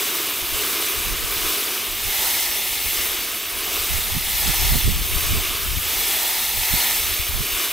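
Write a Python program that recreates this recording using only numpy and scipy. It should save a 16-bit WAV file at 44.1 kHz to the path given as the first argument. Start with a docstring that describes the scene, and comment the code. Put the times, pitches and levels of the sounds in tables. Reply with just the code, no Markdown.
"""Hosing out a bucket

A garden hose nozzle is swept round inside a plastic bucket of wet manure on a lawn, heard from above.
The spray swells and sinks, hisses and splashes. Its drops make the air in the bucket ring, at pitches
whose strength depends on where the nozzle is. Wind buffets the microphone's two openings (ports)
separately, over a faint distant rumble."""
import sys
import numpy as np
from scipy import signal
from scipy.fft import rfft, irfft, next_fast_len
from scipy.io import wavfile
from scipy.ndimage import uniform_filter1d

SR = 44100
rng = np.random.default_rng(int(sys.argv[2]) if len(sys.argv) > 2 else 0)


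def to_wav(sig):
    """Store sig (one row per channel, or 1-D mono) as 16-bit WAV at the path in sys.argv[1].

    Samples outside -1..1 are clipped; the rate is SR.
    """
    pcm = np.clip(np.atleast_2d(sig), -1, 1) * 32767
    pcm = np.round(pcm).astype(np.int16)
    wavfile.write(sys.argv[1], SR, pcm.T)  # frames by channels


N = 340452
TIME = np.arange(N) / SR
SIZE = next_fast_len(N)
HZ = np.maximum(np.arange(SIZE // 2 + 1) * SR / SIZE, 1)   # frequency of each point of a spectrum


def from_db(db):
    """Turn decibels into a factor to multiply by."""
    return 10 ** (np.asarray(db) / 20)


def rms_one(x):
    """Scale a sound to an average strength (rms) of 1."""
    return x / np.sqrt(np.mean(x ** 2) + 1e-20)


def in_time(rows):
    """Join (time, value) points with straight lines, one value per sample."""
    return np.interp(TIME, *np.transpose(rows))


def in_pitch(rows):
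    """Spread each column after the first (frequency) over the whole spectrum."""
    hz, *columns = np.transpose(rows)
    return [np.interp(np.log(HZ), np.log(hz), column) for column in columns]


def colour(x, tone):
    """Shape the lows and highs of x by a (frequency, level) table; rms 1."""
    return rms_one(irfft(rfft(x, SIZE) * from_db(in_pitch(tone)[0]), SIZE)[:N])


def drift(rate_hz):
    """A smooth random wobble of rms 1; a higher rate wobbles faster."""
    step = 20   # samples between random values
    r = np.exp(-2 * np.pi * step * rate_hz / SR)
    slow = signal.lfilter([1], [1, -2 * r, r * r], rng.standard_normal(N // step + 3002))[3000:]
    return np.interp(np.arange(N) / step, np.arange(len(slow)), rms_one(slow))


def nozzle_place():
    """The nozzle circles the rim. far: 0 near wall to 1 far wall; left: -1 right wall to 1 left wall."""
    # path from the near wall, going by the right side: t/s, angle/turns
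    path = [(0, 0.19), (.7, 0.064), (1.8, 0.16), (2.1, 0.28), (2.5, 0.71), (2.8, 0.71), (3.1, 0.81),
            (3.4, 0.88), (3.78, 1.18), (4.0, 1.29), (4.4, 1.31), (4.85, 1.74), (5.2, 1.84), (5.7, 2.21),
            (6.0, 2.28), (6.45, 2.35), (7.0, 2.75), (7.72, 2.88)]
    angle = 2 * np.pi * uniform_filter1d(in_time(path), SR // 8)
    far = np.clip(.5 - 0.97 * np.cos(angle), 0, 1)
    return far, -np.sin(angle)


def follow_spray(parts, far, left):
    """A level in dB for each part: it follows the spray's swell, a little late, and the nozzle's place."""
    # the spray swells about every three quarters of a second: t/s, level/dB
    loudness = [(0.0, -26.5), (0.1, -26.5), (0.45, -29.5), (0.64, -25.5), (0.79, -26.5), (1.22, -29),
                (1.46, -25.5), (1.93, -30.5), (2.22, -24.5), (2.38, -25.5), (2.77, -28.5), (2.97, -25.5),
                (3.44, -31.5), (3.76, -26.5), (4.24, -29), (4.45, -24.5), (4.69, -25), (4.99, -30),
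                (5.2, -26.5), (5.33, -27), (5.55, -28.5), (5.75, -30), (5.9, -26), (6.12, -24.5),
                (6.53, -27.5), (6.79, -23), (7.33, -30), (7.62, -25.5), (7.72, -30)]
    swell_db = uniform_filter1d(in_time(loudness), SR // 12) + 27   # swings around zero
    levels = []
    for db, share, lag_s, far_db, left_db in parts:
        late_db = swell_db[np.clip(np.arange(N) - int(lag_s * SR), 0, N - 1)]
        levels.append(db + share * late_db + far_db * far + left_db * left)
    return np.array(levels)


def drops(per_s, spread_db):
    """A dense hail of tiny drop impacts of uneven size; rms 1."""
    sizes = from_db(spread_db * np.minimum(rng.exponential(1, N), 4)) * rng.standard_normal(N)
    return rms_one(sizes * (rng.random(N) < per_s / SR))


def sputter(x, low_hz, high_hz, bands, shared, own_db):
    """The spray sputters: all frequency bands flicker together, and each a little on its own."""
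    spectrum, out = rfft(x, SIZE), 0
    place = np.clip(np.log(HZ / low_hz) / np.log(high_hz / low_hz), 0, 1) * (bands - 1)
    together_db = shared * (0.29 * drift(7.1) + 0.24 * drift(37))
    for k in range(bands):
        band = irfft(spectrum * np.clip(1 - abs(place - k), 0, 1), SIZE)[:N]
        out = out + band * from_db(together_db + own_db * drift(18.5))
    return rms_one(out)


def spray(hiss_db, spatter_db, splash_db, rings_db):
    """The jet hisses, its drops spatter and splash, and the water below churns."""
    # the jet, through the dip and peak of the microphone's housing: f/Hz, relative level/dB
    hiss_tone = [(7500, -40), (8500, -13), (9100, -8), (10100, -6), (11000, -9), (12250, -13.5),
                 (12600, -11), (12950, -2.5), (13400, -1), (14000, -2.5), (14500, -5), (15000, -8),
                 (15700, -12)]
    # bright spatter of drops: f/Hz, relative level/dB
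    spatter_tone = [(2240, -32.5), (3800, -0.5), (4470, 0.5), (5300, -1), (6400, 0.5), (7080, -4),
                    (7900, 1.5), (8500, -4), (9300, -13)]
    # drops landing on the heap: f/Hz, relative level/dB
    splash_tone = [(1000, -53), (1600, -9), (2000, -4), (2900, 0), (4000, -4.5), (4600, -6), (6500, -19)]
    # water churning in the heap: f/Hz, relative level/dB
    churn_tone = [(100, -44), (170, -7), (260, -7.5), (400, -1.5), (535, -1), (680, 1.5), (870, 3),
                  (1250, 0.5), (1500, -5.5), (2200, -20.5)]
    hiss = colour(drops(40000, spread_db=2.5), hiss_tone)
    hiss = sputter(hiss, 11000, 15600, bands=7, shared=1.2, own_db=0.9)
    spatter = colour(drops(30000, spread_db=1.0), spatter_tone)
    spatter = sputter(spatter, 3680, 8560, bands=8, shared=.5, own_db=1.17)
    splash = colour(drops(18000, spread_db=2.0), splash_tone)
    splash = sputter(splash, 1580, 4050, bands=8, shared=1.0, own_db=1.4)
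    churn = colour(drops(8000, spread_db=2.5), churn_tone)
    churn = sputter(churn, 195, 1200, bands=6, shared=0.2, own_db=2.5)
    churn_db = -39 + 0.53 * (rings_db.mean(axis=0) + 43.5)   # swells with the bucket's low ringing
    return (from_db(hiss_db + 1.47) * hiss + from_db(spatter_db + 1.06) * spatter
            + from_db(splash_db - 0.34) * splash + from_db(churn_db) * churn)


def ring(x, hz, width_hz):
    """Make x ring at one pitch; a narrower width rings longer; rms 1."""
    r = np.exp(-np.pi * width_hz / SR)
    return rms_one(signal.lfilter([1, 0, -1], [1, -2 * r * np.cos(2 * np.pi * hz / SR), r * r], x))


def low_ring_levels(far, left):
    """Levels in dB of the bucket's three low pitches; the lowest weakens as the bucket fills."""
    # lowest first: level/dB, share of the swell, lag/s, gain at far wall/dB, gain at left wall/dB
    ring_parts = [(-38.5, 1.54, 0.023, -8, -0.37), (-49, 1.8, 0.022, 9, -0.81),
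                  (-35, 1.14, 0.017, -8, -0.85)]
    fade_db_per_s = .5
    rings_db = follow_spray(ring_parts, far, left)
    rings_db[0] -= fade_db_per_s * (TIME - N / SR / 2)
    return rings_db


def bucket(splash_db, rings_db, far):
    """Drops make the bucket's air ring, at each pitch as strongly as the nozzle's place allows."""
    # low pitches of the air: f/Hz, base width/Hz
    low_rings = [(375, 123), (850, 250), (1170, 420)]
    # further pitches, relative to the splash: f/Hz, width/Hz, level at near wall/dB, at far wall/dB
    other_rings = [(670, 44, -18, -35.5), (1761, 84, -18, -8.5), (1795, 83, -17.5, -6.5),
                   (2078, 250, -10, -6), (2366, 420, -6, -5.5), (3020, 140, -12, -23.5),
                   (3434, 99, -11.5, -9), (3773, 69, -15, -14.5), (4140, 100, -28, -13)]
    impacts, out = drops(15000, spread_db=0.9), 0
    for db, (hz, width_hz) in zip(rings_db, low_rings):
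        once = ring(impacts, hz, 1.76 * width_hz)
        out = out + from_db(db) * ring(once, hz, 1.76 * width_hz)   # twice, for a steeper-sided peak
    for k, (hz, width_hz, near_db, far_db) in enumerate(other_rings):
        level_db = splash_db + near_db + far * (far_db - near_db) + 1.1 * drift(3.5)
        out = out + (-1) ** k * from_db(level_db) * ring(impacts, hz, width_hz)
    return out


def wall_echo(x, far):
    """The echo off the bucket wall partly cancels some pitches, which depend on the nozzle's place."""
    # weakened pitches: f at near wall/Hz, f at far wall/Hz, width/Hz, depth from 0 to 1
    dips = [(532, 560, 96, 0.26), (849, 1068, 110, 0.61), (1390, 1550, 113, 0.48), (1950, 2360, 140, 0.4),
            (4370, 4550, 300, 0.37)]
    at_near, at_far = x, x
    for near_hz, far_hz, width_hz, depth in dips:
        at_near = at_near - depth * signal.lfilter(*signal.iirpeak(near_hz, near_hz / width_hz, SR), at_near)
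        at_far = at_far - depth * signal.lfilter(*signal.iirpeak(far_hz, far_hz / width_hz, SR), at_far)
    return at_near + far * (at_far - at_near)


def ports(x, far, left):
    """Left and right differ a little, by the housing's shadow, arrival time and scattered sound."""
    # f/Hz, base level of scatter/dB, left minus right/dB, left's lead/radians, share of the time gap
    port_contrast = [(200, -16, 0, 0, 0), (700, -19, .6, 0, 0), (1000, -23, .3, 0, 0), (1300, -70, 0, 0, 0),
                     (3600, -70, 0, 0, 0), (4200, -22, .3, 0, .4), (5000, -15, .9, .17, 1),
                     (5800, -14, 1.1, .33, 1), (6600, -17, .4, .19, .7), (7200, -30, 0, .05, .4),
                     (9000, -14, .7, .12, 1), (10000, -13, -1.5, .04, 1.1), (12500, -13, -1.7, 0, .9),
                     (13200, -14, -1.6, 0, .8), (14000, -13, .15, -.04, .8), (15300, -14, -.6, -.18, .7)]
    scatter_db, lean_db, phase, gap_share = in_pitch(port_contrast)
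    spectrum = rfft(x, SIZE)
    housing = irfft(spectrum * (lean_db * np.log(10) / 40 + .5j * phase), SIZE)[:N]
    # arriving slightly early adds the wave's slope times the time gained
    gap_s = (3 + .75 * TIME) * 1e-6 * left
    slope = irfft(spectrum * gap_share * 2j * np.pi * HZ, SIZE)[:N]
    # many weak late echoes scramble the timing but leave the tone
    echoes = rfft(rng.standard_normal(4000) * np.exp(-np.arange(4000) / 1500), SIZE)
    scattered = irfft(spectrum * from_db(scatter_db) * echoes / abs(echoes), SIZE)[:N]
    # their paths keep changing as the spray flies, so the phase wanders
    scattered = np.real(signal.hilbert(scattered, SIZE)[:N] * np.exp(3j * drift(15)))
    side = housing + gap_s / 2 * slope + from_db(-2 + 6.6 * far) * scattered
    return np.array([x + side, x - side])


def distant_rumble():
    """A steady, far-off outdoor rumble with a faint hum."""
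    # f/Hz, relative level/dB
    distant_tone = [(15, -30), (25, -10), (60, -5.5), (90, -1), (115, -13), (155, -36), (210, -2),
                    (300, -15), (400, -50)]
    return from_db(-51) * colour(rng.standard_normal(N), distant_tone)


def wind_power():
    """Power of rumble and flutter at each port: the breeze wanders; each puff rises, holds and falls."""
    # breeze on the ports: t/s, base level/dB
    breeze = [(0, -79), (.35, -76), (.45, -52), (.65, -48), (.85, -74), (1.0, -43), (1.46, -44),
              (1.52, -76), (1.8, -81), (1.95, -54), (3.0, -47.5), (3.35, -54), (3.8, -47), (4.0, -41),
              (4.55, -36.5), (4.65, -35), (5.4, -39), (5.5, -38), (5.9, -41), (6.2, -56), (6.5, -45),
              (6.9, -48), (7.1, -42), (7.72, -58)]
    # puffs of wind: t/s, hold/s, base level/dB, base lean to the left/dB, flutter against rumble/dB
    puffs = [(.43, .02, -40.5, -6, -8), (.54, .02, -31.5, 6, -18), (.97, .01, -36, 9, -14),
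             (1.07, .08, -32, -1, -9), (1.24, .01, -34, -1, -16), (1.37, 0.022, -40, 4, -2),
             (1.44, 0.021, -33, 7, -12), (1.91, .01, -37.5, -14, -21), (2.06, 0.0091, -30.5, -28, -25),
             (2.21, .01, -42, -16, -12), (2.73, .01, -43, -14, -19), (2.86, .03, -33, -10, -27),
             (2.99, .02, -42, 13, -16), (3.57, 0.009, -41, -4, -21), (3.8, .03, -40, 1, -22),
             (3.91, 0.083, -28.5, -13, -20), (4.11, 0.022, -31.5, -9, -18), (4.164, 0.0044, -28.5, -4, 1),
             (4.23, 0.12, -40, 8, -14), (4.471, 0.03, -27.5, -9, -2), (4.62, .05, -26, 6, -22),
             (4.71, 0.067, -20.5, -6, -11.5), (4.87, 0.011, -19, -16, -2.5), (4.92, 0.076, -26, 2, -10),
             (5.01, .01, -26, 15, -9), (5.14, 0.025, -25.5, 14, -16), (5.22, .05, -32, 6, -18),
             (5.3, 0.078, -23.5, 0.5, -11.5), (5.48, .04, -37, -2, -14), (5.63, 0.11, -29, 8, -17),
             (5.76, 0.014, -27, 9, -5), (5.87, .01, -42, -9, -13), (5.98, .01, -36, -11, -9),
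             (6.13, .01, -44, -1, -14), (6.58, 0.036, -31, -15, -20), (6.74, .015, -31, -18, -6),
             (7.01, 0.035, -37, 11, -25), (7.1, .03, -38.5, -9, -14), (7.2, .03, -41, 18, -25),
             (7.35, 0.029, -26, -16, -18), (7.4, 0.012, -30, -5.5, -2.5), (7.53, 0.015, -35, 8, -24)]
    rise_db_per_s, fall_db_per_s, strong_db = 380, 330, -33
    step = 64   # samples between computed points
    t = TIME[::step]
    start, hold, db, lean_db, flutter_db = np.transpose(puffs)[:, :, None]
    shape_db = -rise_db_per_s * np.maximum(start - t, 0) - fall_db_per_s * np.maximum(t - start - hold, 0)
    flutter_db = np.minimum(flutter_db, 0) + 0.6 * shape_db   # flutter comes and goes faster
    # one row for the breeze, then one for each puff
    level_db = np.vstack([in_time(breeze)[::step], db + shape_db])
    lean_db = np.vstack([2.8 * drift(6.6)[::step], lean_db + np.zeros_like(t)])
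    flutter_db = np.vstack([np.full_like(t, -9), flutter_db])
    flutter_db += 0.63 * np.minimum(level_db - strong_db, 0)   # weak gusts flutter less
    port_share = np.array([1 / (1 + from_db(-2 * pull * lean_db)) for pull in (0.85, -1.25)])
    rumble = (port_share * from_db(2 * level_db)).sum(axis=1)
    flutter = (port_share * from_db(2 * (level_db + flutter_db))).sum(axis=1)
    return [[np.interp(TIME, t, port) for port in power] for power in (rumble, flutter)]


def wind():
    """Lumpy swirls of air, separate at each port; the flutter of strong gusts is louder on the right."""
    # a light gust: f/Hz, relative level/dB
    rumble_tone = [(18, -4.5), (30, 7.5), (55, 4), (90, -0.5), (140, -16), (250, -60), (500, -80)]
    # what strong gusts add: f/Hz, relative level/dB
    flutter_tone = [(60, -14), (100, -2), (150, 2), (230, -6.5), (350, -15), (600, -28), (1000, -90)]
    rumble_power, flutter_power = wind_power()
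    out = np.zeros((2, N))
    for port, bias_db in enumerate([-2.5, 1.5]):
        lumps = from_db(2.0 * drift(16.0))
        rumble = colour(rng.standard_normal(N) * lumps, rumble_tone)
        flutter = colour(rng.standard_normal(N) * lumps * from_db(4 * drift(36)), flutter_tone)
        out[port] = np.sqrt(rumble_power[port]) * rumble
        out[port] += from_db(bias_db) * np.sqrt(flutter_power[port]) * flutter
    return from_db(7) * out


def buffets():
    """Each buffet is a sharp push of air that dies away in about a cycle and a half."""
    # t/s, base level/dB, f/Hz, left minus right/dB
    pushes = [(0.423, -24, 83.4, -12), (0.52, -35, 51.1, 2.0), (1.065, -28, 59.2, -3),
              (1.363, -26, 91.5, -5), (2.186, -32, 72.7, -12), (3.916, -21, 62, -21),
              (4.12, -20.5, 87, -11), (4.246, -22, 51.5, 14), (4.343, -27, 51.1, 11.5),
              (4.468, -27, 78.1, -12.0), (4.651, -12, 50.7, -14), (4.854, -6, 52.7, 8),
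              (4.924, -24, 64.6, 3.5), (5.286, -12, 51.1, 8), (5.546, -19, 75.4, 3),
              (5.679, -16, 59.2, 6.0), (6.707, -31, 83.4, -21.0), (6.746, -29, 51.1, -16),
              (7.116, -27, 67.3, -21.5), (7.194, -19.5, 64.6, 22), (7.29, -20, 68, 20)]
    out = np.zeros((2, N))
    for (start, db, hz, lean_db), sign in zip(pushes, rng.choice([-1, 1], len(pushes))):
        cycles = np.arange(int(2.5 * SR / hz)) * hz / SR
        push = sign * np.sin(2 * np.pi * cycles) * 4 * cycles * np.exp(-2.2 * cycles)
        port_gains = from_db(db - 4 + np.array([[.5], [-.5]]) * lean_db)
        at = round(start * SR)
        out[:, at:at + len(push)] += (port_gains * push)[:, :N - at]
    return out


def scene():
    """Water, wind and distant rumble together at the two ports."""
    # hiss, spatter, splash: base level/dB, share of the swell, lag/s, gain at far wall/dB, at left wall/dB
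    spray_parts = [(-27, 1, .003, 0.8, 0.03), (-31, 1, 0.012, 1.1, -0.15), (-28.6, 0.8, 0.02, -0.16, 0.13)]
    far, left = nozzle_place()
    hiss_db, spatter_db, splash_db = follow_spray(spray_parts, far, left)
    rings_db = low_ring_levels(far, left)
    distant = distant_rumble()
    gusts = .45 * np.tanh((wind() + buffets()) / .45)   # the hardest gusts flatten against the port mesh
    water = spray(hiss_db, spatter_db, splash_db, rings_db) + bucket(splash_db, rings_db, far)
    return ports(wall_echo(water, far), far, left) + gusts + distant


def record(dry):
    """Cut off the very highest treble."""
    cutoff_hz = 15750
    return signal.sosfilt(signal.ellip(14, .5, 80, cutoff_hz, fs=SR, output="sos"), dry)


dry = scene()
out = record(dry)
to_wav(out)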